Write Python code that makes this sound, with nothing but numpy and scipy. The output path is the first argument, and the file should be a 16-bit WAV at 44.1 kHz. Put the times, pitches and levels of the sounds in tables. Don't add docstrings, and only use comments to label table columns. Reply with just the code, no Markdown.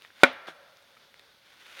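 import sys
import numpy as np
from scipy import signal
from scipy.fft import rfft, irfft
from scipy.io import wavfile
from scipy.ndimage import uniform_filter1d

SR = 44100
rng = np.random.default_rng(int(sys.argv[2]) if len(sys.argv) > 2 else 0)


def persist_wave(psi):
    counts = np.round(np.clip(psi, -1, 1) * 32767).astype(np.int16)
    wavfile.write(sys.argv[1], SR, np.atleast_2d(counts).T)


def nominal_scale(level):
    x = np.asarray(level, float) / 20
    return 10 ** x


N = 79380
BLOW_S = .2337


def evened(x):
    return x / np.sqrt(np.mean(x ** 2) + 1e-20)


def read(points, hz):
    f, value = np.transpose(points)
    return np.interp(np.log(hz + 1), np.log(f + 1), value)


def add(mix, s, sound):
    part = mix[round(s * SR):][:len(sound)]
    part += sound[:len(part)]


def noise(count):
    return rng.standard_normal(count)


def drift(count, size):
    return uniform_filter1d(uniform_filter1d(noise(count), size), size)


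def colour(x, points, casing=False):
    # f/Hz, width/Hz, level/dB
    port = [(549, 30, 6.5), (1480, 250, 5.5), (2080, 300, 2.5), (3532, 500, 6), (7700, 430, -9)]
    hz = np.fft.rfftfreq(len(x), 1 / SR)
    db = read(points, hz)
    if casing:
        db = db + sum(g / (1 + (2 * (hz - f) / w) ** 2) for f, w, g in port)
    return evened(irfft(rfft(x) * nominal_scale(db), len(x)))


def ring(hz, db, t60):
    t = np.arange(int(1.6 * t60 * SR) + 8) / SR
    return nominal_scale(db - 60 * t / t60) * np.sin(2 * np.pi * hz * t)


def grains(count):
    per_s, size_db = 12000, 2.0
    hit = rng.random(count) < per_s / SR
    size = nominal_scale(size_db * np.minimum(rng.exponential(1, count), 5))
    return hit * size * noise(count)


def woods():
    # f/Hz, level/dB per Hz
    far_wash = [(20, -29.5), (60, -19.5), (200, -12.5), (450, -5), (1000, -6), (2500, -9), (4500, -6),
                (7000, -18.5)]
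    wash_db, rumble_db, hiss_db = -62.5, -77.5, -74.5
    swell = evened(drift(N, 2500))
    wash = colour(noise(N), far_wash + [(9000, -35.5)], True)
    rumble = colour(noise(N), [(20, -12.5), (50, -6), (110, -0.5), (250, -2.5), (500, -31)])
    hiss = colour(noise(N), [(7000, -25), (8000, 0), (12000, .3), (15800, -1.5)])
    return nominal_scale(wash_db - 0.5 + 0.99 * swell) * wash + nominal_scale(rumble_db) * rumble + nominal_scale(hiss_db) * hiss


def rustle():
    # f/Hz, level/dB per Hz
    leaves = [(35, -47), (60, -20.5), (175, -13), (211, -20.5), (249, -10), (590, -10), (897, -8.5),
              (2500, -3.5), (15800, -28.5)]
    # t/s, level/dB
    movement = [(0, -65), (0.029, -56), (0.063, -57), (.09, -66), (0.192, -57.5), (0.222, -49), (.3, -70),
                (.9, -64.5), (0.969, -63.5), (1.08, -68.5), (1.2, -64), (1.33, -69.5), (1.5, -60.5),
                (1.6, -57.5), (1.68, -52), (1.765, -52), (1.79, -43.5)]
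    s, db = np.transpose(movement)
    bursts_db = evened(drift(N, 300))
    return nominal_scale(np.interp(np.arange(N) / SR, s, db) + bursts_db) * colour(grains(N), leaves, True)


def ticks():
    tick_times = [.0215, .049, .060, .104, .331, .460, .771, .826, .968, .970, 1.1425, 1.195, 1.196, 1.197,
                  1.519]
    # level/dB, f/Hz, t60/s, snap level/dB
    twigs = [(-37, 2800, .004, -46), (-35, 1900, .010, -65), (-47, 3000, .012, -56), (-44, 1600, .012, -70),
             (-62, 9000, .012, -50), (-41, 2000, .004, -66), (-47, 5500, .002, -56), (-58, 8500, .005, -58),
             (-47, 1300, .025, -70), (-51, 2300, .025, -70), (-38, 2100, .004, -70), (-43, 3700, .014, -60),
             (-48, 1900, .01, -58), (-52, 400, .015, -70), (-48, 2000, .012, -70)]
    out = np.zeros(N)
    for s, (db, hz, t60, snap_db) in zip(tick_times, twigs):
        tick = ring(hz, db, t60) + ring(hz * 1.2, db - 11.5, t60)
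        roughness = 1 + 1.5 * drift(4000, 12)[:len(tick)]
        add(out, s, tick * roughness)
        snap = np.diff(noise(41)) * np.exp(-np.arange(40) / 10.0)
        add(out, s, nominal_scale(snap_db) * snap)
    return out


def landing():
    # f/Hz, level/dB per Hz
    crushed = [(120, -26), (200, -4.5), (929, -15), (1490, -1.5), (1790, -8.5), (3400, -12.5), (7740, -27),
               (15800, -40.5)]
    knock_times = [.4815, .4850, .484, .4880, .4892, .482, .483, .4705]
    # level/dB, f/Hz, t60/s
    knocks = [(-30, 1450, .012), (-29, 800, .010), (-41, 330, .06), (-38, 3350, .014), (-53, 10300, .005),
              (-46, 160, .2), (-41, 540, .05), (-46, 4400, .015)]
    start_s, rise_s, hold_s = .468, .005, .023
    level_db, t60_s = -42.5, .15
    out, t = np.zeros(N), np.arange(SR // 4) / SR
    fall = nominal_scale(level_db - 60 * np.maximum(t - hold_s, 0) / t60_s)
    crunch = colour(grains(len(t)), crushed, True)
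    add(out, start_s, np.minimum(t / rise_s, 1) * fall * crunch)
    for s, (db, hz, t60) in zip(knock_times, knocks):
        add(out, s, ring(hz, db, t60))
    return out


def thud():
    thud_hz, thud_db, thud_t60 = 100, -40, .5
    hum_hz, hum_width_hz, hum_db, hum_t60 = 574, 60, -63.5, 4.0
    out, t = np.zeros(N), np.arange(N) / SR
    ground = colour(noise(N), [(25, -12), (thud_hz, 0), (200, -14), (400, -60)])
    trunk = evened(signal.lfilter(*signal.iirpeak(hum_hz, hum_hz / hum_width_hz, SR), noise(N)))
    both = ground * nominal_scale(thud_db - 60 * t / thud_t60) + trunk * nominal_scale(hum_db - 60 * t / hum_t60)
    add(out, BLOW_S, np.minimum(t / .004, 1) * both)
    return out


def scatter(x, decays, delay_s, db):
    taps, gap = np.zeros(66150), 20
    at = np.arange(0, len(taps) - gap, gap)
    taps[at + rng.integers(0, gap, len(at))] = rng.choice([-1., 1.], len(at))
    hz, t, z = signal.stft(taps, SR, nperseg=256)
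    dying = nominal_scale(-60 * t / read(decays, hz)[:, None])
    tail = signal.istft(z * dying, SR, nperseg=256)[1]
    out = np.zeros(N)
    add(out, delay_s, nominal_scale(db) * signal.fftconvolve(x, tail / np.linalg.norm(tail)))
    return out


def trees(hit):
    # f/Hz, level/dB per Hz
    returned = [(88, -43.5), (150, -12.5), (307, -20.5), (551, -6), (713, -6), (1430, -5), (2390, -8),
                (7590, -37.5), (12000, -40.5), (15600, -70.5), (22000, -120)]
    # f/Hz, t60/s
    near = [(100, .2), (300, .15), (700, 0.27), (1500, 0.1), (4000, 0.33), (12000, .08)]
    # f/Hz, t60/s
    far = [(100, 0.95), (300, 0.13), (550, 1.764), (1500, 1.2), (4000, .8), (12000, 0.31)]
    near_db, far_db, ring_echo_db = -20, -31, -35.5
    click = 1. * (np.arange(N) == round(BLOW_S * SR))
    whack = colour(click, returned, True) * np.linalg.norm(hit) / np.sqrt(N)
    into_woods = nominal_scale(far_db) * whack + nominal_scale(ring_echo_db) * hit
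    return scatter(whack, near, .014, near_db) + scatter(into_woods, far, .03, 0)


def blow():
    # f/Hz, level/dB, t60/s
    log_modes = [(258, -4, 0.16), (556.7, -3.5, 0.15), (757, -7, .05), (960, -9, 0.043), (1120, -9.5, .05),
                 (1408, 3, 0.055), (1486, 3.5, 0.074), (1612, -7, .07), (1792, -6.5, 0.065),
                 (1901, 1.5, 0.03), (2178, 0.06, 0.064), (2357, 0, .07), (3360, -10.5, 0.044),
                 (3890, -11, .06)]
    # f/Hz, level/dB per Hz
    splinters = [(88, -40), (150, -13.5), (462, -11.5), (552, -6), (923, -9), (1100, -14.5), (1520, -9),
                 (7000, -46), (9100, -72.5), (15400, -120)]
    # f/Hz, level/dB per Hz
    bark = [(1800, -36.5), (2700, -5), (3800, -4), (5200, -7.5), (6500, -17), (8500, -19), (11000, -21),
            (15800, -36.5)]
    push_hz, push_db, push_decay_s = 515, 3.5, 0.0014
    ring_delay_s, ring_rise_s, ring_db = .0015, 0.00027, -8.5
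    grip_s, grip_db, grip_ease_s = 0.011, -7, .002
    clatter_db, clatter_t60 = -21, .08
    crack_db, crack_rise_s, crack_t60 = -15, 0.0014, .014
    chips_db, chips_t60 = -27, .06
    out, t = np.zeros(N), np.arange(SR // 2) / SR

    push = np.sin(2 * np.pi * push_hz * t) + .25 * np.sin(4 * np.pi * push_hz * t)
    add(out, BLOW_S, nominal_scale(push_db) * push * np.exp(-(t / push_decay_s) ** 3))

    rise = np.minimum(t / ring_rise_s, 1)
    held = rise * nominal_scale(grip_db * np.clip((t - grip_s) / grip_ease_s, 0, 1))
    for hz, db, t60 in log_modes:
        mode = ring(hz, db + ring_db, t60)
        add(out, BLOW_S + ring_delay_s, mode * held[:len(mode)])

    clatter = rise * nominal_scale(clatter_db - 60 * t / clatter_t60)
    add(out, BLOW_S + ring_delay_s, clatter * colour(grains(len(t)), splinters, True))

    after = np.maximum(t - crack_rise_s, 0)
    fall = nominal_scale(crack_db - 60 * after / crack_t60) + nominal_scale(chips_db - 60 * after / chips_t60)
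    add(out, BLOW_S, np.minimum(t / crack_rise_s, 1) ** 2 * fall * colour(noise(len(t)), bark))
    return out


def scene():
    hit = blow()
    mix = hit + trees(hit) + thud() + landing() + ticks() + rustle()
    bass_cut = signal.butter(2, 310, "high", fs=SR, output="sos")
    return (signal.sosfilt(bass_cut, mix) + woods())[None]


def band_limit(x):
    return signal.sosfilt(signal.butter(12, 16620, fs=SR, output="sos"), x)


def record(dry):
    ceiling = .94
    return band_limit(np.clip(dry, -ceiling, ceiling))


dry = scene()
out = record(dry)
persist_wave(out)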